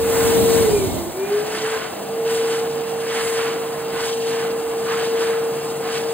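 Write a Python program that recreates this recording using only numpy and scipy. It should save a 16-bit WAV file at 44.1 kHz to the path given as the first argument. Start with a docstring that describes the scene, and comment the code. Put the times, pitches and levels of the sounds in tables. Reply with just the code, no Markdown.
"""A small tiled washroom, where an electric hand dryer runs close to a phone with two microphone ports.
Rotor unbalance hums at the shaft rate and drives the room's standing waves; the fan blades add a whine.
The motor cuts out for nearly half a second, coasts against air drag, and spins up when a hand returns.
The turbulent jet roars steadily, rushes and hisses on the turning hand, and at first buffets the ports."""
import sys
import numpy as np
from scipy import signal
from scipy.fft import rfft, irfft
from scipy.io import wavfile
from scipy.ndimage import uniform_filter1d

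SR = 44100
rng = np.random.default_rng(int(sys.argv[2]) if len(sys.argv) > 2 else 0)


def wrap_up_sound(samples):
    """Save the sound to the file named by the first command line argument, as 16-bit audio."""
    columns = np.atleast_2d(samples).T
    # keep every value between -1 and 1, then stretch to whole-number steps
    tamed = np.clip(columns, -1, 1)
    steps = np.round(tamed * 32767).astype(np.int16)
    wavfile.write(sys.argv[1], SR, steps)


N = 270333
T = np.arange(N) / SR
HZ = np.fft.rfftfreq(N, 1 / SR)
FULL_HZ = 457.6  # shaft rate at full speed
POWER_OFF_S, POWER_ON_S = .602, 1.041

# resonances of housing, basin and room: f/Hz, width/Hz, lift/dB
ROOM_MODES = [(148.1, 12, 13.5), (168.4, 7.8, 6), (200.6, 8, 11.5), (249, 9, 7.5), (278.4, 7, 4.5),
              (311, 12, 4), (471, 7, 10), (629, 5.5, 8.5), (670, 11, 3), (678, 10, 3), (736, 32, 4.5),
              (812.4, 8.8, 7), (854, 8.1, 7), (1050, 36, 4), (1220, 21, 4), (1470, 8.4, 10), (1698, 14, 9),
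              (2000, 90, 1)]
# resonances of the nozzle: f/Hz, width/Hz, lift/dB
NOZZLE_MODES = [(3020, 230, 2), (3850, 200, 0), (4720, 770, 4.5)]
# turns of the hand through the jet: peak t/s, rise/s, fall/s, rush level/dB, spill level/dB,
# hiss level/dB, f/Hz of the hollow above the palm, gain of its resonance
HAND_TURNS = [(0.29, 0.27, 0.11, -26.5, -35, -33, 1490, 0.33),
              (0.565, 0.18, 0.13, -29.5, -34, -29.5, 1720, 0.23),
              (0.744, 0.19, 0.24, -40.5, -42, -32.5, 2270, 0.45),
              (1.38, 0.15, 0.074, -36, -40.5, -44, 1560, 0.84),
              (1.58, 0.18, 0.35, -31, -34.5, -38, 1520, 0.18),
              (1.748, 0.17, 0.12, -30.5, -41, -47, 1480, 0.73),
              (2.31, 0.052, 0.26, -32, -34, -36, 1440, 0.33), (2.533, 0.11, 0.11, -31, -37, -36, 1470, 0.4),
              (2.85, 0.25, 0.42, -41.5, -43.5, -47, 1130, 0.54),
              (3.17, 0.11, 0.12, -27.5, -33.5, -49, 1970, 0.7),
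              (3.344, 0.28, 0.11, -33, -38, -31.5, 1980, 0.73),
              (3.41, 0.073, 0.17, -27.5, -34, -39.5, 1270, 0.3),
              (3.74, 0.53, 0.11, -38.5, -57, -44, 1180, 0.74),
              (4.01, 0.13, 0.11, -31, -38.5, -46, 1410, 0.41),
              (4.075, 0.09, 0.13, -47, -33, -34, 1590, 0.46),
              (4.276, 0.097, 0.13, -48, -35, -37.5, 1980, 0.58),
              (4.405, 0.15, 0.12, -30.5, -39.5, -54, 1550, 0.59),
              (4.69, 0.15, 0.4, -40.5, -52, -46, 1150, 0.53),
              (4.908, 0.046, 0.14, -27.5, -38, -48, 1250, 1.4),
              (5.06, 0.25, 0.08, -35.5, -34.5, -38.5, 1590, 0.4),
              (5.225, 0.085, 0.18, -29, -35.5, -38.5, 1570, 0.78),
              (5.62, 0.39, 0.22, -41.5, -47, -45, 1150, 0.95),
              (5.88, 0.061, 0.1, -31, -38, -42, 1310, 0.61),
              (5.965, 0.063, 0.092, -31, -32.5, -38, 1760, 0.25),
              (6.1, 0.026, 0.077, -41, -39, -41, 1500, 0.37)]


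def motor(shaft_hz, unsteady_hz=0.25):
    """A rotor radiates at its slightly unsteady rate of rotation and at multiples of it."""
    rotor_hz = shaft_hz + unsteady_hz * wander(11.3)
    return hum(rotor_hz) + whine(shaft_hz, rotor_hz)


def shaft_speed(half_speed_s=1.165, spin_up_s=.275, spin_up_shape=.948):
    """Quadratic air drag slows the unpowered rotor; under power the lost speed decays away."""
    unpowered_s = np.clip(T, POWER_OFF_S, POWER_ON_S) - POWER_OFF_S
    coasting_hz = FULL_HZ / (1 + unpowered_s / half_speed_s)
    still_lost = np.exp(-(np.maximum(T - POWER_ON_S, 0) / spin_up_s) ** spin_up_shape)
    return FULL_HZ - (FULL_HZ - coasting_hz) * still_lost


def hum(rotor_hz, gain_db=0.73, waver_db=0.87):
    """Rotor unbalance radiates a pure hum; it swells, dips sharply and shifts between left and right."""
    # course of the hum: t/s, relative level/dB, left minus right/dB
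    hum_level = [(0.0, -15, -2), (0.3, -13.1, 0), (0.6, -11.5, 2.5), (0.76, -16.5, 1.8), (0.92, -21.5, 5),
                 (1.08, -19, 3.9), (1.22, -21.5, 5.4), (1.4, -19, 3), (1.54, -20.5, 13), (1.595, -35, -2),
                 (1.635, -20, 5.0), (1.77, -17.5, 2.1), (1.82, -25, 13.6), (1.95, -28.0, 6.6),
                 (2.15, -19, -1.5), (2.34, -17, 0.2), (2.6, -20, -1.3), (2.86, -23.1, -7.5),
                 (3.3, -18, 0.5), (3.8, -23, -5.5), (4.2, -19, -0.9), (4.47, -18.5, -2.2),
                 (4.65, -20.5, -4.3), (4.85, -20, -1.6), (5.27, -15.5, -0.5), (5.5, -18.5, -3),
                 (5.64, -23, -1.6), (6.13, -19.5, 0.5)]
    ports = standing_waves(rotor_hz)
    strength = amp(gain_db + curve(hum_level) + waver_db * wander(32))
    return ports * strength * panned(curve(hum_level, column=2))


def standing_waves(hz, direct_gain=0.035, right_lead_rad=0.37):
    """Forced vibration: a tone drives the room's modes, which ring on and beat with it as it glides."""
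    # modes in and around the hum's range: f/Hz, width/Hz, signed gain at left port, at right port
    modes = [(339.0, 3.3, -0.35, -0.49), (347.7, 4.6, -0.4, -0.76), (366.0, 19.4, 0.12, 0.08),
             (378.9, 5.5, 0.93, 1.06), (380.6, 10.4, -1.22, -1.8), (397.1, 6.3, 0.62, 0.33),
             (404.7, 15.3, 0.87, -0.65), (409.3, 26.0, -1.9, -0.21), (417.1, 12.7, 1.72, 1.1),
             (424.6, 3.6, 0.3, 0.24), (434.6, 1.4, -0.24, -0.14), (436.9, 4.9, 0.4, 1.29),
             (441.4, 1.9, 0.47, 0.96), (448.0, 8.9, 1.54, 0.5), (451.0, 17.6, -2.5, 0.34),
             (455.2, 42.1, 1.24, -0.55), (456.1, 4.8, 1.11, 0.76), (467.7, 3.5, -1.36, 4.18)]
    settled_hz = np.pad(hz, (SR, 0), "edge")  # a second's lead lets the modes build up
    drive = np.exp(2j * np.pi * (np.cumsum(settled_hz) / SR + rng.random()))
    ports = direct_gain * drive[SR:]
    for mode_hz, width_hz, left, right in modes:
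        radius = np.exp(-np.pi * width_hz / SR)
        ring = signal.lfilter([1 - radius], [1, -radius * np.exp(2j * np.pi * mode_hz / SR)], drive)
        ports = ports + np.outer([left, right], ring[SR:])
    return np.sqrt(2) * (ports * np.exp([[0], [1j * right_lead_rad]])).real


def whine(shaft_hz, rotor_hz, base_jitter_hz=3, strain_jitter=0.32, flicker_db=2.5, coast_db=3.5):
    """The fan blades sound shaft harmonics; frequency jitter smears them, most as the spin-up begins."""
    # harmonics: multiple of the shaft rate, level/dB before the housing, right port's lead/rad
    harmonics = [(2, -62, -11), (3, -54.5, 1), (6, -52, 1.13), (12, -87, -12)]
    # broad resonance of the housing: f/Hz, width/Hz, lift/dB
    housing_modes = [(2310, 320, 8.5)]
    # sharp resonance that rings on after a harmonic has passed: f/Hz, width/Hz, gain
    housing_ring = (2410, 5, 2)
    unpowered = uniform_filter1d(1. 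* ((T > POWER_OFF_S) & (T < POWER_ON_S)), SR // 20)
    strain_hz = (1 - unpowered / 2) * abs(FULL_HZ - shaft_hz)
    jitter_hz = (base_jitter_hz + strain_jitter * strain_hz) * wander(75)
    blades = 0
    for order, level_db, lead_rad in harmonics:
        note_hz = order * rotor_hz
        strength = amp(level_db + lift_db(housing_modes, note_hz) + flicker_db * wander(13))
        blades = blades + strength * tone(note_hz + jitter_hz, lead_rad)
    ring_hz, ring_width_hz, ring_gain = housing_ring
    blades = blades + ring_gain * resonate(blades, np.full(N, ring_hz), ring_width_hz)
    return blades * amp(coast_db * unpowered) * (shaft_hz / FULL_HZ) ** 2


def roar(shaft_hz, level_db=-30.5, speed_power=0.71, flutter_db=1.0):
    """Turbulence in the free jet and blower excites the room's modes, and weakens as the fan slows."""
    # jet spectrum: f/Hz, relative level/dB
    spectrum = [(20, -38), (45, -19), (90, -10), (170, -7), (330, 0), (750, 0.5), (1050, -6), (1500, -14),
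                (2400, -19.5), (2900, -20.5), (4000, -22.5), (8000, -30.5), (12000, -22), (15500, -19)]
    strength = amp(level_db + flutter_db * wander(46)) * (shaft_hz / FULL_HZ) ** speed_power
    colour_db = across(spectrum) + lift_db(ROOM_MODES) + lift_db(NOZZLE_MODES) + echo_ripple_db()
    return strength * turbulence(colour_db)


def rush(shaft_hz, rest_db=-44, flutter_db=1.24, room_share=0.64, hollow_width_hz=380, pan_db=-2.0):
    """Impingement: the jet breaks on the palm, and the hollow above the cupped hand resonates."""
    # spectrum of the air on the palm: f/Hz, relative level/dB
    spectrum = [(200, -19), (600, -25), (930, 0), (1280, -1.5), (2020, -2), (2950, -8), (4100, -14.5),
                (7100, -55), (15400, -33)]
    modes_db = room_share * lift_db(ROOM_MODES) + lift_db(NOZZLE_MODES)
    air = turbulence(across(spectrum) + modes_db + echo_ripple_db())
    hollow = resonate(air, curve(HAND_TURNS, column=6), hollow_width_hz)
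    air = unit(air + curve(HAND_TURNS, column=7) * hollow)
    return hand_gain(shaft_hz, rest_db, column=3) * amp(flutter_db * wander(18)) * panned(pan_db) * air


def spill(shaft_hz, rest_db=-46, flutter_db=1.72, gap_hz=3100, gap_gain=.3, drift_oct=.25, pan_db=-0.1):
    """Edge noise: air whooshes past the hand, coloured by the drifting resonance of the finger gaps."""
    # spectrum of the air at the hand's edge: f/Hz, relative level/dB
    spectrum = [(1250, -47), (2350, -0.5), (3050, 2), (3950, -1.5), (4950, -2), (6400, -3), (9100, -26),
                (15400, -24)]
    air = turbulence(across(spectrum) + lift_db(NOZZLE_MODES) + echo_ripple_db())
    gaps = resonate(air, gap_hz * 2 ** (drift_oct * wander(9.3)), width_hz=600)
    air = unit(air + gap_gain * gaps)
    return hand_gain(shaft_hz, rest_db, column=4) * amp(flutter_db * wander(30)) * panned(pan_db) * air


def hiss(shaft_hz, rest_db=-42, flutter_db=1.2, pan_db=-0.6):
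    """Shear noise: fast air hisses over the fingers close to the nozzle."""
    # spectrum of the air on the fingers: f/Hz, relative level/dB
    spectrum = [(620, -20), (2050, -17), (3900, -6), (5400, -5.5), (7400, 1), (10100, 1), (12100, -5),
                (15400, -16)]
    strength = hand_gain(shaft_hz, rest_db, column=5) * amp(flutter_db * wander(20))
    air = turbulence(across(spectrum) + lift_db(NOZZLE_MODES) + echo_ripple_db())
    return strength * panned(pan_db) * air


def hand_gain(shaft_hz, rest_db, column, speed_power=1.8, edge_db=10.5, turn_shape=1.67):
    """Incoherent sources add in power: a resting noise set by the fan, plus a swell for each turn."""
    power = (amp(rest_db) * (shaft_hz / FULL_HZ) ** speed_power) ** 2
    for turn in HAND_TURNS:
        peak_s, rise_s, fall_s = turn[:3]
        from_peak = abs(T - peak_s) / np.where(T < peak_s, rise_s, fall_s)
        drop_db = edge_db * np.minimum(from_peak, 10) ** turn_shape  # shape 1 is pointed, 2 round
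        power = power + amp(turn[column] - drop_db) ** 2
    return np.sqrt(power)


def sizzle():
    """Directivity: the nozzle's gush and the finest eddies at its lip are heard in line with the jet."""
    # the phone starts in the beam; later the hand throws spurts back: t/s, level/dB
    beam = [(0, -32), (.15, -24), (.58, -25.5), (.75, -32.5), (1, -33), (1.15, -38), (1.48, -40),
            (1.7, -60), (2.26, -65), (2.31, -33), (2.36, -38), (2.45, -50), (2.6, -70), (3.1, -55),
            (3.29, -37), (3.45, -55), (3.97, -58), (4.07, -35), (4.2, -55)]
    # spectrum at the nozzle lip: f/Hz, relative level/dB
    spectrum = [(300, 2), (700, 12), (1100, 2.5), (1900, -27), (3500, -9), (4900, -4.5), (7000, 0),
                (11000, -0.5), (13000, 0), (15500, -0.5)]
    return amp(curve(beam)) * turbulence(across(spectrum))


def gust():
    """The jet's turbulent edge sweeps across the phone in one hollow whoosh."""
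    # passage of the edge: t/s, level/dB
    passage = [(.3, -62), (.52, -38), (.66, -35), (.73, -32), (.82, -49), (1.0, -90)]
    # its spectrum: f/Hz, relative level/dB
    spectrum = [(250, -30), (520, -5), (700, 1), (950, -5), (1500, -20), (4000, -47)]
    return amp(curve(passage)) * turbulence(across(spectrum))


def buffet(gain_db=5.5, lump_db=1.5, pan_db=-2, deep_hz=120):
    """Wind noise: eddies press on each port in lumps of its own, so the two are barely coherent."""
    # the draught until the phone leaves it, then a puff off the hand: t/s, relative level/dB, bass/dB
    draught = [(0, -34, -0.5), (.14, -32, -6), (.27, -28, -3), (.38, -24, -5), (.62, -30, 1), (.8, -32, 5),
               (.99, -31.5, 2), (1.05, -37.5, -2), (1.27, -56, 3), (1.6, -79, 0), (2.24, -65, 7),
               (2.33, -54, 10), (2.45, -62, 5)]
    # spectrum of the eddies: f/Hz, relative level/dB
    spectrum = [(20, -30), (45, -6.5), (80, 0.5), (170, -4), (280, 0.5), (600, -8.5), (1000, -16),
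                (1600, -32), (4000, -21.5), (15000, -93)]
    lumps_db = lump_db * np.array([wander(35), wander(35)])
    air = turbulence(across(spectrum), coherence_scale=0.25)
    deep = irfft(rfft(air) / (1 + (HZ / deep_hz) ** 4), N)
    air = air - deep + deep * amp(curve(draught, column=2))
    return amp(gain_db + curve(draught) + lumps_db) * panned(pan_db) * air


def turbulence(colour_db, coherence_scale=1):
    """Coloured air noise of rms 1 reaches two spaced ports partly coherent and shifted in phase."""
    # phase between the ports: f/Hz, left port's lead/rad
    port_phase = [(20, 0), (200, 0), (500, -.55), (1000, -.3), (2100, .7), (4000, 1.4), (5600, 3.14),
                  (8400, 6.28), (11700, 9.42), (14800, 12.5), (16000, 12.8)]
    # likeness of the ports: f/Hz, coherence
    port_coherence = [(50, 0.94), (150, 1), (500, 0.94), (900, 0.73), (1500, 0.96), (3000, 0.56),
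                      (4300, 0.97), (5600, 1), (8400, 1), (11700, 1), (15000, 0.98)]
    left, independent = rfft(rng.standard_normal((2, N)))
    coherence = np.clip(coherence_scale * across(port_coherence), 0, .995)
    right = coherence * left + np.sqrt(1 - coherence ** 2) * independent
    right = right * np.exp(-1j * across(port_phase))
    return unit(irfft(np.array([left, right]) * amp(colour_db), N))


def echo_ripple_db(depth_db=1.15, echoes=24, latest_s=.022):
    """Comb filtering: early echoes off walls and basin ripple the spectrum, mostly above the bass."""
    taps = np.zeros(N)
    taps[rng.integers(60, round(latest_s * SR), echoes)] = rng.choice([-1, 1], echoes)
    return depth_db * unit(rfft(taps).real) * HZ / (HZ + 400)


def lift_db(modes, at_hz=HZ):
    """Each resonance lifts the spectrum in a Lorentzian bell."""
    return sum(db / (1 + (2 * (at_hz - hz) / width_hz) ** 2) for hz, width_hz, db in modes)


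def resonate(x, hz, width_hz):
    """A damped resonator of gain 1 whose natural frequency follows the curve hz."""
    carrier = np.exp(2j * np.pi * np.cumsum(hz) / SR)
    radius = np.exp(-np.pi * width_hz / SR)
    return 2 * (carrier * signal.lfilter([1 - radius], [1, -radius], x / carrier)).real


def tone(hz, right_lead_rad):
    """Phase is the integral of frequency: a gliding sine of rms 1 at both ports."""
    angle = 2 * np.pi * (np.cumsum(hz) / SR + rng.random())
    return np.sqrt(2) * np.sin([angle, angle + right_lead_rad])


def wander(rate_hz):
    """Low-passed noise: a slow random fluctuation of rms 1."""
    return unit(irfft(rfft(rng.standard_normal(N)) / (1 + (HZ / rate_hz) ** 2), N))


def panned(pan_db):
    """Left and right gains of constant total power."""
    gains = amp(np.array([pan_db, -pan_db]) / 2).reshape(2, -1)
    return gains / np.sqrt(np.mean(gains ** 2, axis=0))


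def curve(rows, column=1):
    """One column of a time table, interpolated at every sample."""
    rows = np.asarray(rows, float)
    return np.interp(T, rows[:, 0], rows[:, column])


def across(points):
    """A frequency table, interpolated on a log axis at every bin."""
    hz, value = np.transpose(points)
    return np.interp(np.log(HZ + 1), np.log(hz + 1), value)


def amp(db):
    """Decibels to amplitude ratio."""
    return 10 ** (np.asarray(db) / 20)


def unit(x):
    """Scales to rms 1."""
    return x / np.sqrt(np.mean(x ** 2) + 1e-20)


def scene():
    """Superposition of motor, free jet, the jet on the hand, and air that reaches the phone directly."""
    shaft_hz = shaft_speed()
    on_hand = rush(shaft_hz) + spill(shaft_hz) + hiss(shaft_hz)
    return motor(shaft_hz) + roar(shaft_hz) + on_hand + sizzle() + gust() + buffet()


def record(dry, low_cut_hz=38, high_cut_hz=15750):
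    """The phone acts as a band-pass filter: a bass cut and a steep upper limit."""
    thinned = signal.sosfilt(signal.butter(3, low_cut_hz, "high", fs=SR, output="sos"), dry)
    low_pass = signal.firwin(511, high_cut_hz, window=("kaiser", 9), fs=SR)
    return signal.oaconvolve(thinned, low_pass[None], "same", axes=1)


dry = scene()
out = record(dry)
wrap_up_sound(out)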